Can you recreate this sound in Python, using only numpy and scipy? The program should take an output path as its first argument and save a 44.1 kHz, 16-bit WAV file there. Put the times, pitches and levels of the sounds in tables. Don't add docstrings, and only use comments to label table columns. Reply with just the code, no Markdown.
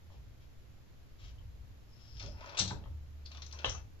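import sys
import numpy as np
from scipy import signal
from scipy.fft import rfft, irfft, next_fast_len
from scipy.io import wavfile

SR = 44100
rng = np.random.default_rng(int(sys.argv[2]) if len(sys.argv) > 2 else 0)


def materialize(psi):
    bounded = np.clip(np.atleast_2d(psi).T, -1, 1)
    quanta = np.round(bounded * 32767).astype(np.int16)
    wavfile.write(sys.argv[1], SR, quanta)


N = 176400
T = np.arange(N) / SR
HIT_T = T[:SR // 2]

# frequency in Hz, relative dB.
CRACK_COLOUR = [(150, -12), (600, -5), (1300, 0.5), (2000, 5), (2700, -1.5), (3800, 2), (4900, -2.5),
                (6000, 5), (7200, -10), (8200, -12.5), (9300, -22), (12000, -49)]
THUMP_COLOUR = [(100, -31), (300, -37), (500, -2), (900, 8.5), (1250, -3.5), (2200, -6), (2800, 6.5),
                (3900, -4.5), (4700, -10.5), (6500, -6.5), (8500, -28), (11000, -68)]


def amp(db):
    return 10 ** (np.asarray(db) / 20)


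def unit(x):
    return x / np.sqrt(np.mean(x ** 2) + 1e-20)


def norm(x):
    return x / (np.linalg.norm(x, axis=-1, keepdims=True) + 1e-12)


def along(points, hz):
    f, v = np.transpose(points)
    return np.interp(np.log(hz + 1), np.log(f + 1), v)


def level(rows):
    return amp(np.interp(T, *np.transpose(rows), left=-np.inf, right=-np.inf))


def swell(peak_s, width_s):
    return np.exp(-.5 * ((T - peak_s) / width_s) ** 2)


def filtered(x, response):
    n = x.shape[-1]
    m = next_fast_len(n + SR // 4)
    return irfft(rfft(x, m) * response(np.fft.rfftfreq(m, 1 / SR)), m)[..., :n]


def coloured(x, colour):
    return unit(filtered(x, lambda f: amp(along(colour, f))))


def noise(colour, size):
    return coloured(rng.standard_normal(size), colour)


def rumble(colour, own_db):
    size = len(HIT_T)
    return unit(noise(colour, size) + amp(own_db) * noise(colour, (2, size)))


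def resonances(rows, f):
    return sum((-1) ** k * amp(db) * 1j * f * width / (hz * hz - f * f + 1j * f * width)
               for k, (hz, width, db) in enumerate(rows))


def sing(x, hz, width_hz):
    return unit(filtered(x, lambda f: resonances([(hz, width_hz, 0)], f) ** 2))


def add(track, s, sound):
    part = track[..., round(s * SR):][..., :sound.shape[-1]]
    part += sound[..., :part.shape[-1]]


def slips(per_s, scatter_db):
    impulses = (rng.random(N) < per_s / SR) * rng.choice([-1, 1], N)
    return impulses * amp(scatter_db * np.clip(rng.standard_normal(N), -2, 2))


def contact(modes, colour, crack_t60, crack_db, attack_s, pitch, scatter_db=2.5):
    t, ring = HIT_T, 0
    for hz, db, t60 in modes:
        decay = amp(db + rng.normal(0, scatter_db) - 60 * t / t60)
        ring += decay * np.sin(2 * np.pi * (pitch * hz * rng.normal(1, 0.008) * t + rng.random()))
    crack = noise([(pitch * hz, db) for hz, db in colour], len(t)) * amp(-60 * t / crack_t60)
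    return (norm(ring) + amp(crack_db) * norm(crack)) * (1 - np.exp(-t / attack_s))


def hanger_clicks(spread_octaves=0.61, skirt=0.19):
    # start in seconds, level in dB, centre of the brightness in Hz.
    strikes = [(2.167, -32, 3630), (2.196, -19.5, 3600), (2.225, -25.5, 4740), (2.26, -26, 4220),
               (2.407, -32.5, 3400), (2.459, -30.5, 4760), (2.494, -27, 3950), (2.549, -25, 3000),
               (2.571, -13, 3330), (2.577, -10, 5000), (2.59, -6.5, 4900), (2.593, -1.5, 7240),
               (2.598, -3.5, 3960), (2.603, -12, 6200), (2.614, -13, 4000), (2.677, -14.5, 4370),
               (2.686, -19.5, 6100), (3.259, -28, 3940), (3.316, -25, 3420), (3.347, -28, 3770),
               (3.371, -25.5, 3620), (3.42, -19.5, 4300), (3.446, -33, 4400), (3.463, -25.5, 6140),
               (3.512, -30, 3340), (3.525, -21.5, 6000), (3.588, -22, 3680)]
    # frequency in Hz, relative level in dB, t60 in seconds.
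    modes = [(2444, 8, 0.083), (3090, -7, 0.068), (3630, 3, 0.04), (4080, -15, 0.36), (4310, 1.5, 0.12),
             (4470, -2.5, 0.1), (5500, -14, 0.15), (5700, -10, 0.088), (6420, 11, 0.021),
             (6920, 2.5, 0.025)]
    out = np.zeros(N)
    for s, db, hz in strikes:
        bright = lambda f: skirt + np.exp(-(np.log2((f + 1) / hz) / spread_octaves) ** 2)
        pitch = rng.normal(1, 0.0146)
        hit = contact(modes, CRACK_COLOUR, crack_t60=0.025, crack_db=9.5, attack_s=0.00092, pitch=pitch)
        add(out, s, amp(db) * norm(filtered(hit, bright)))
    return out


def wood_knocks():
    # start in seconds, level in dB, low-pass cut-off in Hz, pitch as a ratio.
    strikes = [(.102, -36, 890, 1.2), (.118, -34, 795, 1), (.142, -33, 770, 0.92), (1.01, -48, 1200, 1.35),
               (1.41, -41, 1100, 1.1), (2.216, -30, 1500, 1.58), (2.27, -29, 700, 0.87),
               (2.426, -29, 1400, 2.15), (2.585, -15, 1480, 1.7), (2.709, -15.5, 1410, 1.92),
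               (2.839, -31.5, 2400, 1.1), (2.858, -28.5, 1370, 1.1), (3.316, -32.5, 3800, 1.26),
               (3.349, -31.5, 1600, 1.5), (3.378, -30.5, 1300, 2.2), (3.421, -33, 4500, 0.92),
               (3.535, -29, 2200, 2), (3.6451, -0.5, 4400, 1.01), (3.662, -11, 4370, 1.18),
               (3.747, -22, 1400, 1.52)]
    # frequency in Hz at pitch 1, relative level in dB, t60 in seconds.
    modes = [(467, -1, 0.11), (517.3, 3.5, 0.11), (593, -8.5, 0.046), (815, 1, 0.068), (1240, -10, 0.08),
             (1763, -4, 0.084), (2000, -7, .03), (2630, 8.5, 0.018), (2928, 15, 0.016), (3320, 4, 0.022),
             (3810, 2.5, 0.043)]
    out = np.zeros(N)
    for s, db, cutoff_hz, pitch in strikes:
        soften = signal.butter(2, cutoff_hz, fs=SR)
        hit = contact(modes, THUMP_COLOUR, crack_t60=0.014, crack_db=-3, attack_s=0.000043, pitch=pitch)
        add(out, s, amp(db) * norm(signal.lfilter(*soften, hit)))
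    return out


def hook_scrape():
    # time in seconds, relative level in dB.
    drag_curve = [(2.18, -60), (2.22, -45), (2.3, -68), (2.39, -53), (2.43, -46), (2.52, -47.5),
                  (2.58, -41.5), (2.72, -53), (2.78, -65), (2.87, -69), (2.98, -95), (3.24, -69.5),
                  (3.36, -56.5), (3.47, -67), (3.6, -49), (3.78, -51.5), (3.84, -101)]
    glide_curve = [(1.85, -84), (1.96, -69), (2.12, -64), (2.22, -54), (2.33, -65), (2.45, -75),
                   (2.55, -82)]
    # frequency in Hz, width in Hz, gain in dB.
    rail_modes = [(547, 270, -2), (975, 38, 5.5), (1363, 210, -4), (2610, 180, -3.5), (3100, 120, -17),
                  (3970, 1200, -17.5), (4810, 180, -11), (5440, 210, -16)]
    drag = unit(filtered(slips(per_s=400, scatter_db=4), lambda f: resonances(rail_modes, f)))
    grit = coloured(slips(per_s=500, scatter_db=7.5), THUMP_COLOUR)
    glide = sing(slips(per_s=2300, scatter_db=6.5), hz=5180, width_hz=570)
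    return level(drag_curve) * (amp(-7) * drag + amp(-16) * grit) + amp(-2) * level(glide_curve) * glide


def hook_chatter():
    # time in seconds, level in dB.
    burst = [(2.571, -47.5), (2.587, -36.5), (2.592, -34.5), (2.615, -40.5), (2.63, -56), (2.68, -52.5),
             (2.72, -52.5)]
    # frequency in Hz, width in Hz, gain in dB.
    modes = [(3850, 890, 4), (6000, 760, -0.5), (7300, 1250, 0)]
    ring = filtered(slips(per_s=4000, scatter_db=3), lambda f: np.abs(resonances(modes, f)) ** 2)
    return level(burst) * unit(ring)


def hanger_buzz(start_s=3.654, db=-43, t60=0.23):
    decay = (T > start_s) * amp(db - 60 * np.abs(T - start_s) / t60)
    return decay * coloured(slips(per_s=1200, scatter_db=6), CRACK_COLOUR)


def hook_skid(first_hz=5650, last_hz=6150, rise_s=0.026):
    # time in seconds, level in dB.
    curve = [(3.692, -57), (3.696, -33.5), (3.704, -61), (3.722, -52), (3.736, -69), (3.748, -54),
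             (3.81, -98)]
    grains = slips(per_s=8600, scatter_db=0)
    first, last = (sing(grains, hz, width_hz=730) for hz in (first_hz, last_hz))
    risen = np.clip((T - curve[0][0]) / rise_s, 0, 1)
    return level(curve) * (np.sqrt(1 - risen) * first + np.sqrt(risen) * last)


def hook_squeaks():
    # peak time in seconds, width in seconds, level in dB, pitch in Hz.
    catches = [(1.389, 0.0061, -64.5, 3000), (2.286, 0.021, -53.5, 578), (2.365, 0.012, -58, 900),
               (2.432, 0.007, -48, 985), (2.548, 0.024, -54, 983), (2.713, 0.0046, -42, 859),
               (3.264, 0.0057, -51.5, 4470), (3.535, 0.011, -62, 6100)]
    out = np.zeros(N)
    for s, width_s, db, hz in catches:
        ring = sing(slips(per_s=1600, scatter_db=-5.5), hz, width_hz=0.13 * hz)
        out += amp(db) * swell(s, width_s) * ring
    return out


def rail_hum(clash_s=2.598, attack_s=0.0064, hand_s=3.79, damping_s=0.11):
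    # frequency in Hz, level in dB, t60 in seconds.
    modes = [(73, -46.5, 54), (98.3, -34.5, 0.59), (110, -39.5, 0.58), (188.7, -39.5, 0.57),
             (294.5, -50.5, 0.46)]
    t = np.maximum(T - clash_s, 0)
    hum = sum(amp(db - 60 * t / t60) * np.sin(2 * np.pi * hz * t) for hz, db, t60 in modes)
    stilled = np.clip(1 - (T - hand_s) / damping_s, 0, 1)
    return hum * (1 - np.exp(-t / attack_s)) * stilled


def closet_jolts(attack_s=0.0024, t60=0.55):
    # start in seconds, level in dB.
    jolts = [(2.235, -47.5), (2.601, -40.5), (2.711, -41.5), (3.655, -48.5)]
    colour = [(50, -15), (100, 5.5), (170, -4.5), (300, -9.5), (420, -13.5), (900, -18.5), (3000, -86)]
    out = np.zeros((2, N))
    for s, db in jolts:
        envelope = amp(db - 60 * HIT_T / t60) * (1 - np.exp(-HIT_T / attack_s))
        add(out, s, envelope * rumble(colour, own_db=1.5))
    return out


def steps(attack_s=0.0057, t60=0.81, boom_db=-2):
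    # start in seconds, level in dB, ring of the floor in Hz.
    footfalls = [(.16, -50.5, 62.6), (.25, -50.5, 54.2), (1.22, -44.5, 51.8), (1.31, -45.5, 54.4),
                 (1.391, -47.5, 52), (1.47, -50.5, 74), (1.6, -47, 56.7), (2.119, -43.5, 53.5),
                 (2.24, -41.5, 59.1), (2.741, -50, 45), (2.852, -40, 77.8), (3.661, -37.5, 77.4)]
    colour = [(15, -22.5), (40, 10.5), (110, 5), (170, -16.5), (350, -27), (800, -47), (3000, -70)]
    out = np.zeros((2, N))
    for s, db, hz in footfalls:
        boom = amp(boom_db) * rumble(colour, own_db=-4.5)
        envelope = amp(db - 60 * HIT_T / t60) * (1 - np.exp(-HIT_T / attack_s))
        add(out, s, envelope * (np.sin(2 * np.pi * hz * HIT_T) + boom))
    return out


def fabric():
    # peak time in seconds, width in seconds, relative level in dB.
    swishes = [(.135, 0.021, -73.5), (.425, 0.014, -73.5), (1.205, 0.012, -64), (1.249, 0.014, -61.5),
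               (1.295, 0.015, -65.5), (2.051, 0.074, -71.5), (2.229, 0.043, -62.5)]
    # frequency in Hz, relative level in dB.
    colour = [(150, -22), (600, -1), (1800, -0.5), (3000, 6.5), (5500, 1), (7200, -6), (9000, -40),
              (12000, -29)]
    envelope = sum(amp(db) * swell(s, width_s) for s, width_s, db in swishes)
    return amp(1.5) * envelope * coloured(slips(per_s=4000, scatter_db=4), colour)


def room_tone(db=-54.5):
    # frequency in Hz, relative level in dB.
    colour = [(15, 5.5), (30, -9), (60, 3.5), (115, 2.5), (160, -10.5), (250, -13.5), (450, -19),
              (900, -25.5), (2000, -28), (4500, -32), (7400, -36), (8800, -64.5), (9800, -55),
              (10800, -37.5), (14000, -42)]
    # frequency in Hz, correlation between the microphones.
    likeness = [(40, 0.72), (120, 0.34), (300, 0.043), (1000, 0.033), (7000, 0.024), (12000, 0.18)]
    angle = lambda f: np.arccos(along(likeness, f)) / 2
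    mid = filtered(noise(colour, N), lambda f: np.cos(angle(f)))
    side = filtered(noise(colour, N), lambda f: np.sin(angle(f)))
    return amp(db) * np.array([mid + side, mid - side])


def bedroom(x, wet_db, onset_s=0.0023, likeness=0.11, walls_db=-5, walls_s=0.004, echoes=8):
    # frequency in Hz, t60 in seconds.
    decay_times = [(100, 0.73), (500, 0.23), (2000, 0.22), (5000, 0.23), (9000, 0.19)]
    hz, t, spectra = signal.stft(rng.standard_normal((3, SR // 2)), SR, nperseg=256)
    tails = signal.istft(spectra * amp(-60 * t / along(decay_times, hz)[:, None]), SR, nperseg=256)[1]
    tails = norm(tails * (1 - np.exp(-T[:tails.shape[1]] / onset_s)))
    pair = amp(wet_db) * (np.sqrt(likeness) * tails[2] + np.sqrt(1 - likeness) * tails[:2])
    for mic in pair:
        delays = (rng.random(echoes) * walls_s * SR).astype(int)
        mic[delays] += amp(walls_db) * norm(rng.choice([-1., 1.], echoes))
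    return amp(-2) * (x + signal.fftconvolve(x[None], pair, axes=1)[:, :N])


def from_closet(x, lead_s):
    # frequency in Hz, gain in dB.
    roll_off = [(7200, -1.5), (8300, -6), (9500, -18), (12000, -18)]
    # frequency in Hz, left minus right in dB.
    balance = [(150, 10), (400, 2), (700, 1), (1260, 9), (2300, 3.5), (4200, 9.5), (8000, 7)]
    mic = lambda f, sign: amp(sign * along(balance, f) / 2) * np.exp(1j * sign * np.pi * f * lead_s)
    return filtered(x, lambda f: amp(along(roll_off, f)) * np.array([mic(f, 1), mic(f, -1)]))


def scene():
    clicks = bedroom(hanger_clicks(), wet_db=-1)
    rubbing = hook_scrape() + hook_chatter() + hanger_buzz() + hook_skid() + hook_squeaks() + fabric()
    hangers = from_closet(clicks + bedroom(rubbing, wet_db=1), lead_s=0.00025)
    knocks = from_closet(bedroom(wood_knocks(), wet_db=-1), lead_s=0.0001)
    return hangers + knocks + rail_hum() + closet_jolts() + steps() + room_tone()


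def record(dry):
    return filtered(dry, lambda f: f < 14600)


dry = scene()
out = record(dry)
materialize(out)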